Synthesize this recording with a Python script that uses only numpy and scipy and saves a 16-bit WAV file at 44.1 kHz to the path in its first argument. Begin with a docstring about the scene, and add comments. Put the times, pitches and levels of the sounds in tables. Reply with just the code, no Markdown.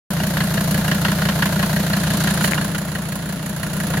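"""A five-cylinder diesel clatters at idle outdoors, in the bare front of an off-road car.
Over the whirr of fan and belts, each firing gives a spray of injector ticks, a knock that rings the
block's modes and a low boom of gas in the pipe; abrupt ignitions add a metallic clack.
Near 2.5 s a rasp swells and a finger clicks twice on the microphone, which moves back and aside,
so that the engine changes colour and is softer for about a second."""
import sys
import numpy as np
from scipy import signal
from scipy.fft import rfft, irfft
from scipy.io import wavfile
from scipy.ndimage import uniform_filter1d

SR = 44100
rng = np.random.default_rng(int(sys.argv[2]) if len(sys.argv) > 2 else 0)


def generate_wav(sig):
    """Save sig (samples, or channels by samples) to the path in sys.argv[1] as 16-bit PCM at SR."""
    pcm = np.round(np.clip(np.atleast_2d(sig).T, -1, 1) * 32767).astype(np.int16)
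    wavfile.write(sys.argv[1], SR, pcm)


N = 176400
T = np.arange(N) / SR

# The cylinders in firing order, with relative levels:
# boom_delay_s, boom_start_hz, boom_rise_hz, boom_db, boom_swell_s, knock_db, tick_db
CYLINDERS = [(.0001, 167, 46.6, -12, 0.0063, 0.5, 3), (-.0016, 104.8, 103.1, -16, 0.0098, -2, 0),
             (.0003, 125.6, 51.8, -14.5, 0.0088, 0.5, 1), (.0003, 149.4, 73.2, -12.5, 0.007, 0.5, 1),
             (.0006, 128.5, 64.8, -12.5, 0.0067, 2.5, 2)]
# Gain of each source as the microphone moves: time_s, boom_db, knock_db, tick_db, whirr_db
PATH_GAINS = [(.1, -1.5, -2, -2.5, 0), (.5, 0.5, -2, 0.5, 1.5), (1, 0.5, 0, -0.5, 2),
              (1.9, 0.5, -0.5, -0.5, 2), (2.3, .5, -1, 4, 3), (2.5, -.5, 3, 2.5, 2),
              (2.8, -5.5, -7, -3.5, -2.5), (3.2, -6.5, -7.5, -5.5, -4), (3.55, -6.5, -8.5, -5.5, -4),
              (3.8, -4, -5, -1, -1.5), (4, -1, -1.5, 0, 0.5)]
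# Spectral envelope of the ticks and the rasp: frequency_hz, gain_db
TICK_SPECTRUM = [(800, -13.5), (2500, -18), (4200, -1.5), (5300, -3), (6200, -2), (7000, 2), (8000, -6.5),
                 (9500, 2.5), (11500, 2.5), (13000, 0.5), (14200, -1.5), (16000, -3)]


def amp(db):
    """Decibels as an amplitude ratio."""
    return 10 ** (np.asarray(db) / 20)


def unit(x):
    """Normalisation to an rms of one."""
    return x / np.sqrt(np.mean(x ** 2) + 1e-20)


def over_time(table, column):
    """Linear interpolation of a time table at every sample."""
    rows = np.array(table)
    return np.interp(T, rows[:, 0], rows[:, column])


def over_frequency(table, hz, column=1):
    """Interpolation of a table on a logarithmic frequency axis."""
    rows = np.array(table)
    return np.interp(np.log(hz + 1), np.log(rows[:, 0]), rows[:, column])


def add(mix, start_s, sound):
    """Superposition of a sound on the mix."""
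    part = mix[..., max(round(start_s * SR), 0):][..., :sound.shape[-1]]
    part += sound[..., :part.shape[-1]]


def colour(x, table, column=1, size=4096):
    """Minimum-phase filtering by a spectral envelope."""
    hz = abs(np.fft.fftfreq(size, 1 / SR))
    log_gain = np.log(amp(over_frequency(table, hz, column)))
    response = np.exp(np.conj(signal.hilbert(log_gain)))
    taps = np.fft.ifft(response).real[:size // 2]
    return signal.oaconvolve(np.atleast_2d(x), taps[None], axes=1)[:, :N]


def spread(pair):
    """Interaural coherence: two signals become a stereo pair of unit rms, alike in the bass."""
    # Likeness of the channels: frequency_hz, coherence (capped at one below)
    likeness = [(30, 1), (80, 0.75), (150, 1.14), (350, 0.83), (700, 0.79), (1400, 0.7), (2500, .15),
                (5000, 0), (16000, 0)]
    # Level difference between the channels: frequency_hz, left_minus_right_db
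    balance = [(60, -1), (92, -2.5), (140, 2.5), (210, 3), (330, -2), (500, 2.5), (770, 1), (1170, 2.5),
               (1790, 0), (2740, -4), (4190, -2.0), (6410, 0.5), (9810, -4.5), (15000, 4)]
    hz = np.fft.rfftfreq(N, 1 / SR)
    coherence = np.clip(over_frequency(likeness, hz), -1, 1)
    tilt = amp(over_frequency(balance, hz) / 2)
    mid, side = rfft(pair) * np.sqrt([1 + coherence, 1 - coherence])
    return unit(irfft(np.array([(mid + side) * tilt, (mid - side) / tilt]), N))


def drift(rate_hz, count=24):
    """Random modulation: a sum of sines of random phase in the decade below rate_hz."""
    rates_hz = np.geomspace(rate_hz / 10, rate_hz, count)
    return unit(sum(np.sin(2 * np.pi * (hz * T + rng.random())) for hz in rates_hz))


def crank(first_firing_s=.104):
    """Four-stroke cycle: a cylinder fires every second turn. Gives the running count and the times."""
    # Crankshaft speed: time_s, speed_rpm
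    speed = [(0.0, 708.5), (0.35, 707.0), (0.7, 707.3), (1.1, 706.7), (1.6, 705.5), (2.1, 706.8),
             (2.6, 707.0), (3.2, 706.6), (4.0, 705.1)]
    firing_hz = over_time(speed, column=1) / 60 * len(CYLINDERS) / 2
    fired = np.cumsum(firing_hz) / SR
    fired -= np.interp(first_firing_s, T, fired)
    return fired, np.interp(np.arange(int(fired[-1]) + 1), fired, T)


def rattles(times, levels_db, attack_s, hold_s, decay_s, repeat, grain_db, scatter_db, jitter_s):
    """Dense impacts merge into noise bursts; the share `repeat` of their power recurs each cycle."""
    out, t = np.zeros((2, N)), T[:SR // 16]
    envelope = np.minimum(t / attack_s, 1) * np.exp(-np.maximum(t - hold_s, 0) / decay_s)
    patterns = rng.standard_normal((len(CYLINDERS), 2, len(t)))
    for k, (start_s, db) in enumerate(zip(times, levels_db)):
        strength, late = rng.standard_normal(2)
        grain = amp(grain_db * unit(uniform_filter1d(rng.standard_normal(len(t)), size=40)))
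        fresh = rng.standard_normal((2, len(t)))
        burst = np.sqrt(repeat) * patterns[k % len(patterns)] + np.sqrt(1 - repeat) * fresh
        add(out, start_s + jitter_s * late, amp(db + scatter_db * strength) * envelope * grain * burst)
    return out


def fan_and_belts(air_db=-29, flutter_db=0.94, grain_db=1.33, waver=.003):
    """Fan turbulence and chain rustle give broadband noise; periodic belts and blades give tones."""
    # Belt and blade tones: pitch_hz, level_db
    partials = [(593.5, -47), (892, -51), (382.5, -51.5)]
    # Spectral envelope of the whirr: frequency_hz, gain_db
    air_spectrum = [(20, -5), (35, -6), (70, 3), (130, 4.5), (200, 5), (300, 5.5), (400, -2), (620, 4),
                    (850, -4), (1600, -3), (2300, -9), (4200, -6.5), (5500, -12), (7000, -9.5),
                    (8000, -16.5), (9800, -11), (12500, -8.5), (16000, -26.5)]
    grain = unit(uniform_filter1d(rng.standard_normal(N), size=50))
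    noise = rng.standard_normal((2, N)) * amp(flutter_db * drift(rate_hz=120) + grain_db * grain)
    whirr = amp(air_db) * spread(colour(noise, air_spectrum))
    for hz, db in partials:
        wavering_hz = hz * (1 + waver * drift(rate_hz=8))
        whirr += amp(db) * np.sqrt(2) * np.sin(2 * np.pi * np.cumsum(wavering_hz) / SR)
    return whirr * amp(over_time(PATH_GAINS, column=4))


def injector_ticks(firings, lead_s=0.0069, gain_db=-32):
    """Brief impacts have wide spectra: injectors and valve gear give a bright spray before each boom."""
    tick_db = np.resize(np.array(CYLINDERS)[:, 6], len(firings))
    spray = rattles(firings - lead_s, tick_db, attack_s=0.00085, hold_s=0.0049, decay_s=0.0098,
                    repeat=0.29, grain_db=1.5, scatter_db=2.16, jitter_s=.0003)
    return amp(gain_db + over_time(PATH_GAINS, column=3)) * spread(colour(spray, TICK_SPECTRUM))


def block_ring(times, levels_db, cylinders, others_db, scatter_db, attack_s):
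    """Modal excitation: a blow rings the block's damped modes, favouring those of its own cylinder."""
    # Modes of the block: pitch_hz, t60_s, level_db, cylinder (the one that strikes it hardest)
    modes = [(608, 0.056, -12, 4), (667, 0.035, -4, 2), (710, 0.025, -8, 0), (925, 0.033, -9.5, 3),
             (1065, .05, -5, 0), (1435, 0.05, -4, 3), (1580, 0.029, -1, 2), (1677, 0.08, -8.5, 4),
             (1900, 0.03, 0, 4), (2830, .035, -3, 3), (3030, 0.058, -10, 4), (4280, 0.034, -3, 4)]
    out, t = np.zeros((2, N)), T[:SR // 14]
    hz, t60_s, mode_db, owner = np.array(modes).T[..., None]
    rings = amp(mode_db - 60 * t / t60_s) * (1 - np.exp(-t / attack_s)) * np.exp(2j * np.pi * hz * t)
    paths = np.exp(2j * np.pi * rng.random((2, len(hz))))  # a phase for each mode in each channel
    for start_s, db, cylinder in zip(times, levels_db, cylinders):
        uneven, phase = rng.standard_normal((2, len(hz)))
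        gains = amp(db + scatter_db * uneven + others_db * (np.round(owner[:, 0]) != cylinder))
        add(out, start_s, (paths * gains * np.exp(.5j * phase) @ rings).real)
    return out


def combustion_knocks(firings, lead_s=.0058, rattle_db=-30, ring_db=-33):
    """Impulse response: combustion strikes the iron block, which rattles briefly and rings."""
    # Spectral envelope of the block's rattle: frequency_hz, gain_db
    block_spectrum = [(60, -38), (200, -13), (300, 0), (400, -8), (500, -2.5), (630, 2.5), (830, -5),
                      (980, -1), (1150, -12), (1430, 1), (1700, 2), (1950, -4), (2200, -7), (2500, -9.5),
                      (2900, -9.5), (3400, -13), (4200, -8), (5200, -14.5), (8000, -28), (16000, -34)]
    times = firings - lead_s
    cylinders = np.arange(len(times)) % len(CYLINDERS)
    knock_db = np.array(CYLINDERS)[cylinders, 5]
    blows = rattles(times, knock_db, attack_s=0.0011, hold_s=0.0061, decay_s=0.011,
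                    repeat=0.61, grain_db=1.45, scatter_db=0.5, jitter_s=.0002)
    ring = block_ring(times, knock_db, cylinders, others_db=-7.5, scatter_db=3.0, attack_s=0.0029)
    knocks = amp(rattle_db) * spread(colour(blows, block_spectrum)) + amp(ring_db) * spread(ring)
    return knocks * amp(over_time(PATH_GAINS, column=2))


def pipe_booms(firings, glide_s=.015, sharpness=.85, scatter_db=0.5, low_cut_hz=45):
    """Damped oscillation: each cylinder's gas pulse swells in the pipe, rises in pitch and dies away."""
    out, t = np.zeros(N), T[:SR // 8]
    for k, (start_s, strength) in enumerate(zip(firings, rng.standard_normal(len(firings)))):
        delay_s, start_hz, rise_hz, db, swell_s = CYLINDERS[k % len(CYLINDERS)][:5]
        pitch_hz = start_hz + rise_hz * (1 - np.exp(-t / glide_s))
        envelope = (t / swell_s * np.exp(1 - t / swell_s)) ** sharpness
        boom = envelope * np.sin(2 * np.pi * np.cumsum(pitch_hz) / SR)
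        add(out, start_s + delay_s, amp(db + scatter_db * strength) * boom)
    return signal.sosfilt(signal.butter(1, low_cut_hz, "high", fs=SR, output="sos"), out)


def firing_hum(fired):
    """Harmonic series: periodic firing gives a deep hum at whole multiples of its rate."""
    # Partials of the hum: harmonic_number, level_db
    harmonics = [(2, -36), (3, -34), (4, -41)]
    return sum(amp(db) * np.sqrt(2) * np.sin(2 * np.pi * round(k) * fired) for k, db in harmonics)


def ignition_clacks(firings, gain_db=-34, ring_db=-1.5):
    """Shock excitation: now and then the fuel lights abruptly and the metal rings harder."""
    # Abrupt ignitions: start_s, level_db
    ignitions = [(.201, -8), (.369, 0.5), (.405, -0.5), (.577, -6.5), (.745, -10), (.879, -5.5),
                 (.914, 1.5), (1.049, 2), (1.082, -6), (1.116, -6), (1.218, -5), (1.253, -7), (1.287, 1.5),
                 (1.422, 2.5), (1.457, -2), (1.595, -7), (1.627, 0.5), (1.934, -8), (2.273, -3),
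                 (2.406, -12), (2.441, -3.5), (2.577, -7), (2.747, 0), (2.953, -4), (3.631, -1),
                 (3.936, -3)]
    # Spectral envelope of the clack: frequency_hz, gain_db
    spectrum = [(200, -30.5), (500, -10.5), (650, -3.5), (820, -6), (1000, -4), (1200, -6.5), (1450, 0),
                (1850, 0.5), (2300, -10), (2900, -4.5), (3600, -9), (4400, -10.5), (6000, -19),
                (16000, -32)]
    times, levels_db = np.transpose(ignitions)
    cylinders = np.searchsorted(firings, times) % len(CYLINDERS)
    blows = rattles(times, levels_db, attack_s=0.00055, hold_s=0.0035, decay_s=0.015,
                    repeat=.3, grain_db=1.5, scatter_db=0.0, jitter_s=.0001)
    ring = block_ring(times, levels_db, cylinders, others_db=-5, scatter_db=1.5, attack_s=.0007)
    clacks = spread(colour(blows, spectrum)) + amp(ring_db) * spread(colour(ring, spectrum))
    return clacks * amp(gain_db + over_time(PATH_GAINS, column=2))


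def move_aside(front, passing_s=1.8, nearest_s=2.25, aside_s=2.7):
    """Directivity: the clatter changes colour as the microphone passes and turns aside."""
    # Spectrum relative to the front: frequency_hz, passing_db, aside_left_db, aside_right_db
    shading = [(200, 1, 4.5, 2), (600, -0.5, 0.5, -1), (1000, 1, 0, 2.5), (1450, 2, 0.5, 0),
               (2150, 1, 0, 0.5), (2950, 1.5, -2, 1.5), (4180, 2.5, -1, -1), (5540, 0, -2.5, -2),
               (7350, 2, -1.5, 3.5), (8300, -0.5, -4.5, -3.5), (10850, 1, -2, 4), (12500, -3.5, -4.5, -6.5),
               (15000, -3, 0.5, -3)]
    passing = colour(front, shading, column=1)
    aside = np.vstack([colour(front[0], shading, column=2), colour(front[1], shading, column=3)])
    near = np.clip((T - passing_s) / (nearest_s - passing_s), 0, 1)
    turned = np.clip((T - nearest_s) / (aside_s - nearest_s), 0, 1)
    return (1 - near) * front + (near - turned) * passing + turned * aside


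def rasp():
    """Amplitude modulation: bright noise swells once under a Gaussian envelope."""
    # The swell: centre_s, width_s, level_db
    swell = (2.448, 0.016, -21.5)
    centre_s, width_s, db = swell
    envelope = np.exp(-((T - centre_s) / width_s) ** 2 / 2)
    return amp(db) * envelope * spread(colour(rng.standard_normal((2, N)), TICK_SPECTRUM))


def finger_clicks():
    """Free vibration: a finger taps the microphone's heavily damped case, heard on the left only."""
    # Taps on the case: start_s, level_db, pitch_hz, decay_s
    taps = [(2.5215, 0, 1900, 0.00047), (2.5348, 1, 2170, 0.00075)]
    out, t = np.zeros((2, N)), T[:SR // 100]
    for start_s, db, hz, decay_s in taps:
        add(out[0], start_s, amp(db) * np.exp(-t / decay_s) * np.sin(2 * np.pi * hz * t))
    return out


def scene():
    """Superposition of the engine's clatter, its bass and the finger clicks."""
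    fired, firings = crank()
    front = combustion_knocks(firings) + ignition_clacks(firings) + injector_ticks(firings)
    front += fan_and_belts() + rasp()
    bass = (pipe_booms(firings) + firing_hum(fired)) * amp(over_time(PATH_GAINS, column=1))
    lean_left = amp([[.15], [-.15]])
    return move_aside(front) + bass * lean_left + finger_clicks()


def record(dry):
    """Gating and band limiting: the sound cuts in after a tenth of a second and is low-passed."""
    gate = np.interp(T, [.1045, .106], [0, 1])
    low_pass = signal.firwin(511, cutoff=15900, window=("kaiser", 9), fs=SR)
    return signal.oaconvolve(dry * gate, low_pass[None], "same")


dry = scene()
out = record(dry)
generate_wav(out)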